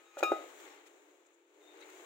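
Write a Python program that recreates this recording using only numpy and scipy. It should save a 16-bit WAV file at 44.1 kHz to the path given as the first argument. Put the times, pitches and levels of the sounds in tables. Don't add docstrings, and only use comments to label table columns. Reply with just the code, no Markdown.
import sys
import numpy as np
from scipy import signal
from scipy.fft import rfft, irfft
from scipy.io import wavfile
from scipy.ndimage import uniform_filter1d

SR = 44100
rng = np.random.default_rng(int(sys.argv[2]) if len(sys.argv) > 2 else 0)


def to_wav(sig):
    pcm = np.clip(np.atleast_2d(sig), -1, 1) * 32767
    pcm = np.round(pcm).astype(np.int16)
    wavfile.write(sys.argv[1], SR, pcm.T)


N = 90404

# (time [s], thud gain [dB], ring gain [dB], crack gain [dB],
# contact cut-off [Hz], extra gain of the hub's bass modes [dB])
IMPACTS = [(0.17, -17.5, -24, -28, 2500, -2), (0.2068, -20.5, -31, -16, 1510, -20),
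           (0.2282, 0, 2, -12, 7150, -4.5), (0.2334, -7, -23, -1.5, 3000, 9.5),
           (0.3189, 2, -46, -16.5, 833, 6.5), (0.324, -14.5, -46, -28, 687, 3.5)]
# (frequency [Hz], level [dB], free t60 [s], rise [s], L-R [dB], right lag [rad])
DISC_MODES = [(1258.4, -15.5, 0.31, 0.087, 3.5, 1.24), (2449, -31.5, 0.21, 0.00056, 8, 0.87),
              (2593, -47, 0.42, 0.00059, 6, 3.4), (2774, -50, 0.45, 0.0008, -3, 0.5),
              (3742, -45.5, 0.78, .003, 8.5, 0.3), (5165, -56, 0.23, .001, -11, 1),
              (6628, -45.5, 0.21, 0.00078, -1, 0)]
CONTACT_S = 0.00086


def hub_thuds():
    # (frequency [Hz], level [dB], t60 [s], L-R [dB], right lag [rad])
    hub_modes = [(354.7, -31, 0.042, 4, .05), (416.6, -27.5, 0.036, 2.5, 0.2), (545, -18.5, 0.029, -1, 0.4),
                 (630, -19.5, 0.034, -0.5, 0.69), (710, -25.5, 0.017, 19, 0.49),
                 (800.6, -30, 0.081, -1, 1.63), (1363, -29.5, 0.037, -10, 0.29),
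                 (1418, -29, 0.029, 19.5, 0.65), (1674, -38.5, .05, -14, 0)]
    out, bass_hz = 0, 480
    for start, thud_db, _, _, contact_hz, bass_db in IMPACTS:
        for hz, db, t60, pan_db, lag in hub_modes:
            gain = undb(thud_db + db + bass_db * (hz < bass_hz)) * contact_lowpass(hz, contact_hz)
            out += gain * mode(clock() - start, hz, t60, CONTACT_S, pan_db, lag)
    return out


def disc_ring():
    out, settled_s = 0, 0.34
    damping = fade(np.maximum(clock() - settled_s, 0), t60=0.7)
    for start, _, ring_db, _, contact_hz, _ in IMPACTS:
        for hz, db, t60, rise, pan_db, lag in DISC_MODES:
            gain = undb(ring_db + db) * contact_lowpass(hz, contact_hz)
            out += gain * mode(clock() - start, hz, t60, rise, pan_db, lag)
    return damping * out


def contact_cracks():
    # (frequency [Hz], relative density [dB])
    spectrum = [(250, -48), (600, 2), (1050, 6), (1400, -11.5), (2500, -5.5), (3300, -13.5), (4000, -8.5),
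                (4700, -18.5), (7000, -14), (10500, -25.5), (15000, -17)]
    envelope = sum(undb(db) * fade(clock() - start, t60=0.038) for start, _, _, db, _, _ in IMPACTS)
    return undb(-28) * pan(5) * envelope * noise(spectrum)


def loose_part():
    # (time [s], frequency [Hz], level [dB], t60 [s], L-R [dB])
    rings = [(.171, 549, -39, 0.24, -2), (.319, 1994, -51, 0.43, 3)]
    return sum(undb(db) * mode(clock() - start, hz, t60, CONTACT_S, pan_db)
               for start, hz, db, t60, pan_db in rings)


def workshop(direct):
    # (frequency [Hz], relative density [dB])
    spectrum = [(270, -8), (400, -8.5), (700, -6.5), (1050, -16), (1300, -7), (2500, -11.5), (6000, -5),
                (15000, -4.5)]
    out, delay_s = direct, 0.003
    for db, t60 in ((-13, 0.12), (-9, 0.4)):
        response = noise(spectrum, coherence=0.86) * fade(clock() - delay_s, t60)
        response /= np.sqrt(np.mean(np.sum(response ** 2, axis=1)))
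        out = out + undb(db) * signal.fftconvolve(direct, response, axes=1)[:, :N]
    return out


def rubbing():
    # (time [s], low [dB], middle [dB], treble [dB])
    efforts = [(0, -62, -66.5, -74.5), (0.121, -70.5, -68.5, -76), (.22, -57, -57, -66),
               (.42, -49.5, -56.5, -65.5), (.54, -54.5, -61, -65.5), (0.662, -54.5, -57, -64.5),
               (0.821, -61, -64, -74.5), (0.928, -60.5, -68.5, -74.5), (1.1, -63.5, -70.5, -76.5),
               (1.3, -69.5, -74, -80.5), (1.459, -73, -76.5, -84.5), (1.63, -59.5, -70, -75),
               (1.76, -58.5, -62.5, -72.5), (1.9, -57, -60, -67), (2.05, -52.5, -60, -65)]
    # (frequency [Hz], relative density [dB])
    low = [(180, -13), (210, 10), (250, -4.5), (295, -4), (350, 1.5), (430, 0.5), (520, -4.5), (700, -6),
           (830, -15), (1000, -6)]
    middle = [(470, -77.5), (800, 5.5), (1030, 3), (1270, 1), (1900, 0), (2200, 1.5), (3230, -5.5),
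              (3880, -6), (5000, -19.5), (6500, -69), (11000, -120)]
    treble = [(4300, -29.5), (4800, -16), (5900, -7), (6850, 2), (7900, -5.5), (10000, -15.5), (13000, -15),
              (15000, -10.5), (15800, -8)]
    # (gain [dB], L-R [dB], coherence [0-1], right lag [s])
    bands = [(-1.5, 1, 0.68, 0.00009), (1, 6, 0.1, .0002), (2, 6.5, 0.2, 0.000387)]
    flicker_db, grain_db, brightening = 0.12, 0.86, 0.083
    times, *curves = np.array(efforts).T
    out = 0
    for spectrum, curve, (db, pan_db, coherence, lag) in zip((low, middle, treble), curves, bands):
        band = noise(spectrum, coherence, lag)
        effort_db = np.interp(clock(), times, curve)
        level_db = effort_db + db + flicker_db * wander(hz=26.06)
        if spectrum is not low:
            level_db += grain_db * wander(hz=412)
        if spectrum is treble:
            top = irfft(rfft(band) * top_octave(np.fft.rfftfreq(N, 1 / SR)), N)
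            band += top * (undb(brightening * (effort_db - curve.mean())) - 1)
        out += undb(level_db) * pan(pan_db) * band
    return out


def scuffs():
    # (time [s], duration [s], level [dB], L-R [dB])
    swells = [(0.176, 0.028, -48, 5), (0.583, 0.039, -60, -2), (0.851, 0.036, -61.5, 3.5),
              (1.896, 0.012, -59.5, 2)]
    # (frequency [Hz], relative density [dB])
    spectrum = [(400, -20), (1500, -6.5), (3500, -4.5), (5000, -13.5), (7200, -4), (10000, -17.5),
                (15000, -16)]
    hiss = noise(spectrum)
    return sum(undb(db) * pan(pan_db) * swell(start, length) * hiss
               for start, length, db, pan_db in swells)


def scrapes():
    # (time [s], duration [s], level [dB], centre frequency [Hz], bandwidth [Hz])
    strokes = [(.18, .04, -47, 830, 250), (1.256, .02, -69, 7150, 1400), (1.322, .035, -75, 7150, 1400),
               (1.585, .19, -69, 3660, 130), (1.798, .045, -60, 3950, 550), (1.795, .05, -59, 2250, 900),
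               (1.796, .022, -68, 6200, 600), (1.796, .022, -69, 8900, 400), (.63, .15, -74, 5480, 50)]
    out = 0
    for start, length, db, hz, width in strokes:
        band = shaped_noise(lambda f: resonance(f, hz, width), coherence=0.38)
        out += undb(db) * swell(start, length) * band
    return pan(7.6) * out


def disc_drag():
    def gain(f):
        return sum(undb((db + 3.5 * np.log2(hz / DISC_MODES[0][0])) / 2) * resonance(f, hz, width_hz=22)
                   for hz, db, *_ in DISC_MODES)
    envelope = np.interp(clock(), [0, 0.18, 0.24], [0.5, 1.5, 0])
    return undb(-68.5) * pan(5) * envelope * shaped_noise(gain, coherence=0.9)


def hum():
    # (time [s], firing rate [Hz], level [dB])
    course = [(0, 37.7, -73), (0.651, 37.57, -64.5), (1.0, 37.38, -69), (1.3, 37.73, -72.5),
              (1.56, 38.09, -70.5), (1.8, 38.4, -62), (2.05, 37.87, -64)]
    times, rate, db = np.array(course).T
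    phase = 2 * np.pi * np.cumsum(np.interp(clock(), times, rate)) / SR
    out, tilt_db_per_octave, waver_db = 0, -8.5, 3.5
    for order in range(8, 16):
        gain = undb(tilt_db_per_octave * np.log2(order) + waver_db * wander(hz=5.865))
        out += gain * np.sin(order * phase + rng.uniform(0, 2 * np.pi))
    return undb(np.interp(clock(), times, db)) * pan(2.5) * out / out.std()


def mode(t, hz, t60, rise, pan_db, lag=0):
    envelope = fade(t, t60) * (1 - np.exp(-np.maximum(t, 0) / rise))
    return pan(pan_db) * envelope * np.sin(2 * np.pi * hz * t - np.array([[0], [lag]]))


def contact_lowpass(hz, cutoff_hz):
    return 1 / np.sqrt(1 + (hz / cutoff_hz) ** 4)


def resonance(hz, centre_hz, width_hz):
    return 1 / (1 + ((hz - centre_hz) / (width_hz / 2)) ** 2)


def shaped_noise(gain, coherence=0, lag=0):
    hz = np.fft.rfftfreq(N, 1 / SR)
    left, independent = rfft(rng.standard_normal((2, N)))
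    right = coherence * left * np.exp(-2j * np.pi * hz * lag) + np.sqrt(1 - coherence ** 2) * independent
    x = irfft(np.array([left, right]) * gain(hz), N)
    return x / x.std()


def noise(spectrum, coherence=0, lag=0):
    f, db = np.array(spectrum, float).T
    def gain(hz):
        skirts = np.minimum((hz + 1) / f[0], 1) ** 10 * np.minimum(f[-1] / (hz + 1), 1) ** 10
        return undb(np.interp(np.log(hz + 1), np.log(f), db)) * skirts
    return shaped_noise(gain, coherence, lag)


def wander(hz):
    step = int(SR / hz)
    x = uniform_filter1d(np.repeat(rng.standard_normal(N // step + 1), step), step)[:N]
    return x / x.std()


def swell(start, length):
    return np.sin(np.pi * np.clip((clock() - start) / length, 0, 1) ** 1.37)


def fade(t, t60):
    return (t >= 0) * np.exp(-np.log(1000) * np.maximum(t, 0) / t60)


def top_octave(hz):
    return 1 / (1 + (9700 / (hz + 1)) ** 10)


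def pan(db):
    return undb(np.array([[db], [-db]]) / 2)


def undb(db):
    return 10 ** (np.asarray(db) / 20)


def clock():
    return np.arange(N) / SR


def scene():
    clank = hub_thuds() + disc_ring() + contact_cracks() + loose_part()
    return workshop(clank) + disc_drag() + scuffs() + scrapes() + rubbing() + hum()


def record(dry):
    wind_hz, leak_hz, hollow_hz, hollow_width_hz, top_hz = 274, 153, 993, 170, 15740
    hz = np.fft.rfftfreq(2 * N, 1 / SR) + 1
    highpass = 1 / (1 + (wind_hz / hz) ** 20)
    bass_leak = undb(-15.5) * (hz / leak_hz) ** 0.5 / (1 + (hz / leak_hz) ** 10)
    hollow = undb(-5.5 * np.exp(-((hz - hollow_hz) / (hollow_width_hz / 2)) ** 2))
    ports = pan(-9) ** top_octave(hz)
    coloured = irfft(rfft(dry, 2 * N) * ports * hollow * (highpass + bass_leak))[:, :N]
    lowpass = signal.ellip(10, 0.2, 70, top_hz, fs=SR, output="sos")
    return signal.sosfilt(lowpass, coloured)


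dry = scene()
out = record(dry)
to_wav(out)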